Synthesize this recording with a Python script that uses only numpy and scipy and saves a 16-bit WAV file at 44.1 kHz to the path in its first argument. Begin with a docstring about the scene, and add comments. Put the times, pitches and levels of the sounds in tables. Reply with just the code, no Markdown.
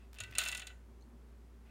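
"""Over a low hum and a faint rush of air, a metal arrow slides and ticks lightly on a bow rest nearby.
It taps the rest, gives one sharp clack, chatters quickly on the prongs and settles. Each hit cracks,
rings the metal and shakes the bow's hardware; a few also knock its frame. Hands bump the bow softly,
and a loose fitting clinks twice afterwards. The small room answers with a short echo."""
import sys
import numpy as np
from scipy import signal
from scipy.fft import rfft, irfft, next_fast_len
from scipy.io import wavfile
from scipy.ndimage import uniform_filter1d, map_coordinates

SR = 44100
rng = np.random.default_rng(int(sys.argv[2]) if len(sys.argv) > 2 else 0)


def master_out(mix):
    """Clip the mix to full scale and print it as 16-bit PCM to the path in sys.argv[1]."""
    frames = np.transpose(np.atleast_2d(mix))
    ceiling = np.clip(frames, -1, 1)
    pcm = np.round(ceiling * 32767).astype(np.int16)
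    wavfile.write(sys.argv[1], SR, pcm)


N = 74970


def amp(db):
    """Turn decibels into a number to multiply a sound by."""
    return 10 ** (np.asarray(db) / 20)


def unit(x):
    """Scale a sound so that its average power is 1."""
    return x / np.sqrt(np.mean(x ** 2) + 1e-20)


def along(points, hz):
    """Read values between (pitch_hz, value) points, spacing the pitches by octaves."""
    pitches, values = np.transpose(points)
    return np.interp(np.log(hz + 1), np.log(pitches + 1), values)


def wobble(rate):
    """A smooth curve through `rate` random values a second."""
    return map_coordinates(rng.standard_normal(int(N * rate / SR) + 4), [np.arange(N) * rate / SR])


def rise(t, rise_s):
    """Climb from 0 towards 1, about two thirds of the way in rise_s."""
    return 1 - np.exp(-np.maximum(t, 0) / rise_s)


def fade(t, fade_s):
    """Die away, losing 60 dB every fade_s."""
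    return np.exp(-np.log(1000) * np.maximum(t, 0) / fade_s)


def add(track, start_s, sound):
    """Mix a sound into the track at start_s."""
    part = track[max(round(start_s * SR), 0):][:len(sound)]
    part += sound[:len(part)]


def tone_filter(colour, size=2048):
    """Make a filter from (pitch_hz, level_db) points that never sounds ahead of its input."""
    cepstrum = irfft(np.log(amp(along(colour, np.fft.rfftfreq(size, 1 / SR)))))
    cepstrum[1:size // 2] *= 2  # fold the part before time zero onto the part after it
    cepstrum[size // 2 + 1:] = 0
    return irfft(np.exp(rfft(cepstrum)))


def through(x, response):
    """Pass a sound through a filter or an echo, keeping its length."""
    return signal.fftconvolve(x, response)[:len(x)]


def shaped_noise(envelope, colour):
    """Noise whose loudness follows the envelope; the colour only sets the balance of low and high."""
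    spectrum = rfft(envelope * rng.standard_normal(len(envelope)))
    width = max(int(700 * len(envelope) / SR), 1)  # even out chance peaks over 700 Hz
    power = np.abs(uniform_filter1d(np.abs(spectrum) ** 2, width))
    even = irfft(spectrum * np.sqrt(np.sum(envelope ** 2) / (power + 1e-20)), len(envelope))
    sounding = envelope > envelope.max() * np.exp(-10)
    response = tone_filter(colour)
    return through(even * sounding, response / np.linalg.norm(response))


def ringing(tones, t):
    """Struck metal rings with fading tones; level and pitch shift a little with where the blow lands."""
    hz, db, fade_s = np.transpose(tones)[:, :, None]
    scatter_db, detune = 4.5, .0025
    louder, higher = rng.standard_normal((2, len(tones), 1))
    cycles = hz * (1 + detune * higher) * t + rng.random(hz.shape)
    waves = amp(db + scatter_db * louder) * fade(t, fade_s) * np.sin(2 * np.pi * cycles)
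    return waves.sum(axis=0) * rise(t, rise_s=.00017)


def background():
    """A wavering hum, a steady rush of air and a faint low drone that swells and sinks."""
    # tones of the hum: pitch_hz, level_db
    hum_tones = [(58.8, -56), (388, -78)]
    # colour of the air: pitch_hz, relative_db
    air_colour = [(25, -21), (45, -1), (70, 5), (110, 6), (160, 1.5), (400, -2), (600, -8.5), (1000, -12),
                  (2000, -17.5), (4000, -24.5), (9000, -27.5), (15800, -32.5)]
    # colour of the drone: pitch_hz, relative_db
    drone_colour = [(120, -27.5), (190, -5), (230, 8.5), (265, -9), (300, -13), (380, -1.5), (500, -21),
                    (1000, -17), (3000, -42), (8000, -58.5)]
    # loudness of the drone over time: time_s, level_db
    drone_levels = [(0, -72), (.4, -69.5), (.75, -76.5), (.88, -68.5), (1.0, -66.5), (1.15, -64),
                    (1.42, -72.5), (1.55, -68), (1.7, -69)]
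    t = np.arange(N) / SR
    hum, waver_db = np.zeros(N), 1.1
    for hz, db in hum_tones:
        peak = np.sqrt(2) * amp(db + waver_db * wobble(rate=11))
        hum += peak * np.sin(2 * np.pi * (hz * t + rng.random()))
    air = amp(-65) * unit(shaped_noise(np.ones(N), air_colour))
    swell = amp(np.interp(t, *np.transpose(drone_levels)))
    drone = swell * unit(shaped_noise(np.ones(N), drone_colour))
    return hum + air + drone


def slides():
    """The shaft rubs along the rest in short strokes that swell and fade."""
    # strokes of the shaft: middle_s, length_s, level_db
    strokes = [(0.012, .14, -72.5), (0.166, .016, -61.5), (.29, 0.073, -64.5), (0.3265, 0.0088, -50.5),
               (0.339, 0.015, -55), (0.377, .008, -45), (1.689, 0.11, -72)]
    # colour of the rubbing: pitch_hz, relative_db
    rub_colour = [(100, -32), (400, -7), (1100, -16), (1500, -3.5), (1700, -13), (2000, -4.5), (2250, -8.5),
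                  (2580, 1), (3000, -7.5), (4200, -16.5), (9000, -28.5), (16000, -38)]
    t = np.arange(N) / SR
    envelope = np.zeros(N)
    for middle_s, length_s, db in strokes:
        envelope += amp(db) * np.cos(np.pi * np.clip((t - middle_s) / length_s, -.5, .5))
    return shaped_noise(envelope, rub_colour)


def room_echo(sound):
    """The walls return a sound as a short blur of reflections, made from fresh fading noise."""
    # how long the echo lasts: pitch_hz, fade_s
    fade_times = [(200, .4), (1500, 0.38), (4000, 0.2), (9000, 0.43), (15000, 0.27)]
    # colour of the echo: pitch_hz, gain_db
    echo_colour = [(200, 7), (1500, -1.5), (4000, -7), (7000, -8), (9000, -15), (10500, -9.5), (15000, 0.5)]
    t = np.arange(SR // 2) / SR
    hz, times, bands = signal.stft(rng.standard_normal(len(t)), SR, nperseg=256)
    bands = bands * fade(times, along(fade_times, hz)[:, None])
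    tail = signal.istft(bands, SR, nperseg=256)[1][:len(t)] * rise(t, rise_s=.0087)
    response = amp(-5) * through(tail / np.linalg.norm(tail), tone_filter(echo_colour))
    return through(sound, response)


def ticks():
    """Little ticks of noise as the shaft starts to slip."""
    # slips of the shaft: start_s, level_db
    slips = [(0.1306, -49.5), (.1428, -51.5), (.1485, -52), (.1560, -56), (.3080, -58), (0.3112, -50.5),
             (.3143, -58.5)]
    # colour of a tick: pitch_hz, relative_db
    tick_colour = [(100, -31), (500, -10), (1500, 0), (4000, -1.5), (6000, -5), (10000, -8), (14500, -8),
                   (16200, -14)]
    out, t = np.zeros(N), np.arange(SR // 2) / SR
    envelope = rise(t, rise_s=.0006) * fade(t, fade_s=.016)
    for start_s, db in slips:
        add(out, start_s, amp(db) * shaped_noise(envelope, tick_colour))
    return out


def arrow_hits():
    """Each hit on the rest cracks, rings the metal, pings the prongs, shakes the hardware and echoes."""
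    # hits of the arrow on the rest: start_s, body_db, treble_db, top_db
    hits = [(.1600, -57.5, -77, -78), (0.1698, -61.5, -71, -71.5), (0.1853, -46, -50, -55.5),
            (0.2029, -39, -40.5, -45), (.2355, -44, -48.5, -54), (0.3517, -40.5, -46, -52),
            (.3755, -46.5, -54.5, -59), (0.3834, -28.5, -23.5, -23), (.4025, -34.5, -42.5, -55.5),
            (.4137, -34, -40.5, -45.5), (.4262, -38.5, -44, -46.5), (.4362, -38.5, -38, -36),
            (.4520, -41.5, -42, -40.5), (.4605, -36, -44, -44), (.4725, -42.5, -49, -53),
            (.4777, -51, -41.5, -41), (0.4848, -36.5, -33, -34.5), (.5155, -44, -41.5, -49),
            (.5240, -36, -44, -43.5), (.5484, -37.5, -39.5, -38.5), (.5708, -53.5, -42, -50),
            (.5755, -44.5, -42, -43.5), (.5955, -42.5, -43.5, -47), (.6182, -41.5, -52.5, -74),
            (0.6694, -45, -43.5, -50), (.7005, -52, -75, -78)]
    # where the body ends, the treble starts, the treble ends and the top starts: pitch_hz
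    band_edges = [3060, 6530, 9400, 13500]
    # tiny rebounds within one hit: delay_s, relative_db
    bounces = [(0, -1.5), (.0015, 2), (.0031, -10.5), (.0048, -15)]
    # ringing of shaft and rest: pitch_hz, relative_db, fade_s
    metal_tones = [(1333.3, -19.5, 0.065), (1470, -18, 0.14), (1518, -18, .22), (1981, -16.5, 0.19),
                   (2650, -10.5, 0.03), (2692, -8, .15), (2980, -17, .11), (3554, -15, .1),
                   (3456, -16, 0.078), (4040, -15.5, 0.12), (5230, -13.5, 0.044), (6820, -11.5, .045),
                   (12020, -18, 0.039), (13260, -20.5, .035)]
    # bright ping of the prongs: pitch_hz, relative_db, fade_s
    prong_tones = [(7460, -12.5, .02), (8350, -10.5, .028), (9180, -6.5, 0.018), (11120, -15.5, .03),
                   (14530, -20, 0.018)]
    # colour of the crack: pitch_hz, relative_db
    crack_colour = [(80, -45), (400, -31), (1000, -15), (2600, -10.5), (4500, -2.5), (4950, -17),
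                    (5250, -10.5), (5800, -7.5), (7100, 2), (7900, -11), (9150, 1.5), (10400, -18.5),
                    (11250, -10), (12700, -24), (14500, -14.5), (15600, -19.5), (16000, -33)]
    # colour of the shaking hardware: pitch_hz, relative_db
    shake_colour = [(80, -45.5), (200, -37), (480, -24), (680, -9), (870, -19), (1080, -16), (1200, -11.5),
                    (1460, -9), (1610, -11), (1950, 0.5), (2170, -6.5), (2620, 2.5), (3100, -1.5),
                    (3570, -2.5), (3760, 0), (4200, -7.5), (4650, -7), (4950, -20), (5250, -11),
                    (5800, -19.5), (7000, -12), (9200, -13.5), (10400, -26), (12000, -22.5), (15500, -30),
                    (16000, -38.5)]
    # share of the ringing that reaches the walls: pitch_hz, gain_db
    ring_to_walls = [(1200, -3), (2700, -1.5), (5000, -8.5), (14000, -8.5)]
    out, t = np.zeros(N), np.arange(SR // 2) / SR
    crack_envelope = sum(amp(db) * rise(t - delay_s, rise_s=.0001) * fade(t - delay_s, fade_s=.006)
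                         for delay_s, db in bounces)
    shake_rise_s = .004
    shake_envelope = rise(t, shake_rise_s) * fade(t - shake_rise_s, fade_s=.054)
    for start_s, body_db, treble_db, top_db in hits:
        ping_db = .2 * (treble_db + 34)  # the ping grows faster than the blow itself
        ring = ringing(metal_tones, t) + amp(ping_db) * ringing(prong_tones, t)
        crack = amp(3) * shaped_noise(crack_envelope, crack_colour)
        shake = amp(-1) * shaped_noise(shake_envelope, shake_colour)
        echo = room_echo(crack + shake + through(ring, tone_filter(ring_to_walls)))
        hardness = tone_filter(list(zip(band_edges, [body_db, treble_db, treble_db, top_db])))
        add(out, start_s, through(ring + crack + shake + echo, hardness))
    return out


def frame_knocks():
    """Some heavier blows make the bow's frame ring with a hollow knock."""
    # knocks on the frame: start_s, level_db
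    knocks = [(.2035, -56), (.3845, -46.5), (.4855, -54.5)]
    # ringing of the frame: pitch_hz, relative_db, fade_s
    frame_tones = [(627, -6.5, 0.12), (767, -10.5, 0.064), (779, -10.5, 0.21), (944.5, -7.5, 0.14),
                   (1227, -4.5, .1), (1294, -9, 0.086), (1360, 1.5, 0.058)]
    out, t = np.zeros(N), np.arange(SR // 2) / SR
    for start_s, db in knocks:
        add(out, start_s, amp(db) * ringing(frame_tones, t))
    return out


def hand_bumps():
    """Soft hands bump the bow, each bump one low tone that starts gently and fades."""
    # bumps on the bow: start_s, level_db, pitch_hz
    bumps = [(.208, -38, 97), (0.267, -43, 97), (0.297, -45.5, 108.4), (.335, -52.5, 112),
             (0.384, -57, 122)]
    out, t = np.zeros(N), np.arange(SR // 2) / SR
    envelope = rise(t, rise_s=.011) * fade(t, fade_s=.13)
    for start_s, db, hz in bumps:
        add(out, start_s, amp(db) * envelope * np.sin(2 * np.pi * hz * t))
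    return out


def fitting_clinks():
    """A small loose fitting is tapped twice and rings high and briefly."""
    # taps of the fitting: start_s, level_db
    taps = [(1.0107, -58), (1.0232, -58)]
    # ringing of the fitting: pitch_hz, relative_db, fade_s
    fitting_tones = [(4080, -7, 0.021), (4370, -8, 0.027), (6180, -9.5, .018), (6820, -12, .016),
                     (8800, -18, .012)]
    out, t = np.zeros(N), np.arange(SR // 2) / SR
    for start_s, db in taps:
        add(out, start_s, amp(db) * ringing(fitting_tones, t))
    return out


def scene():
    """Arrow, bow, hands, room and background mixed into one channel."""
    rattle = arrow_hits()  # already holds its own echo
    small_sounds = slides() + ticks() + frame_knocks() + fitting_clinks()
    return (rattle + small_sounds + room_echo(small_sounds) + hand_bumps() + background())[None]


def record(dry):
    """Cut away the very highest treble, everything above top_hz."""
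    top_hz = 16000
    size = next_fast_len(N + SR // 2)
    kept = np.fft.rfftfreq(size, 1 / SR) < top_hz
    return irfft(rfft(dry, size) * kept, size)[..., :N]


dry = scene()
out = record(dry)
master_out(out)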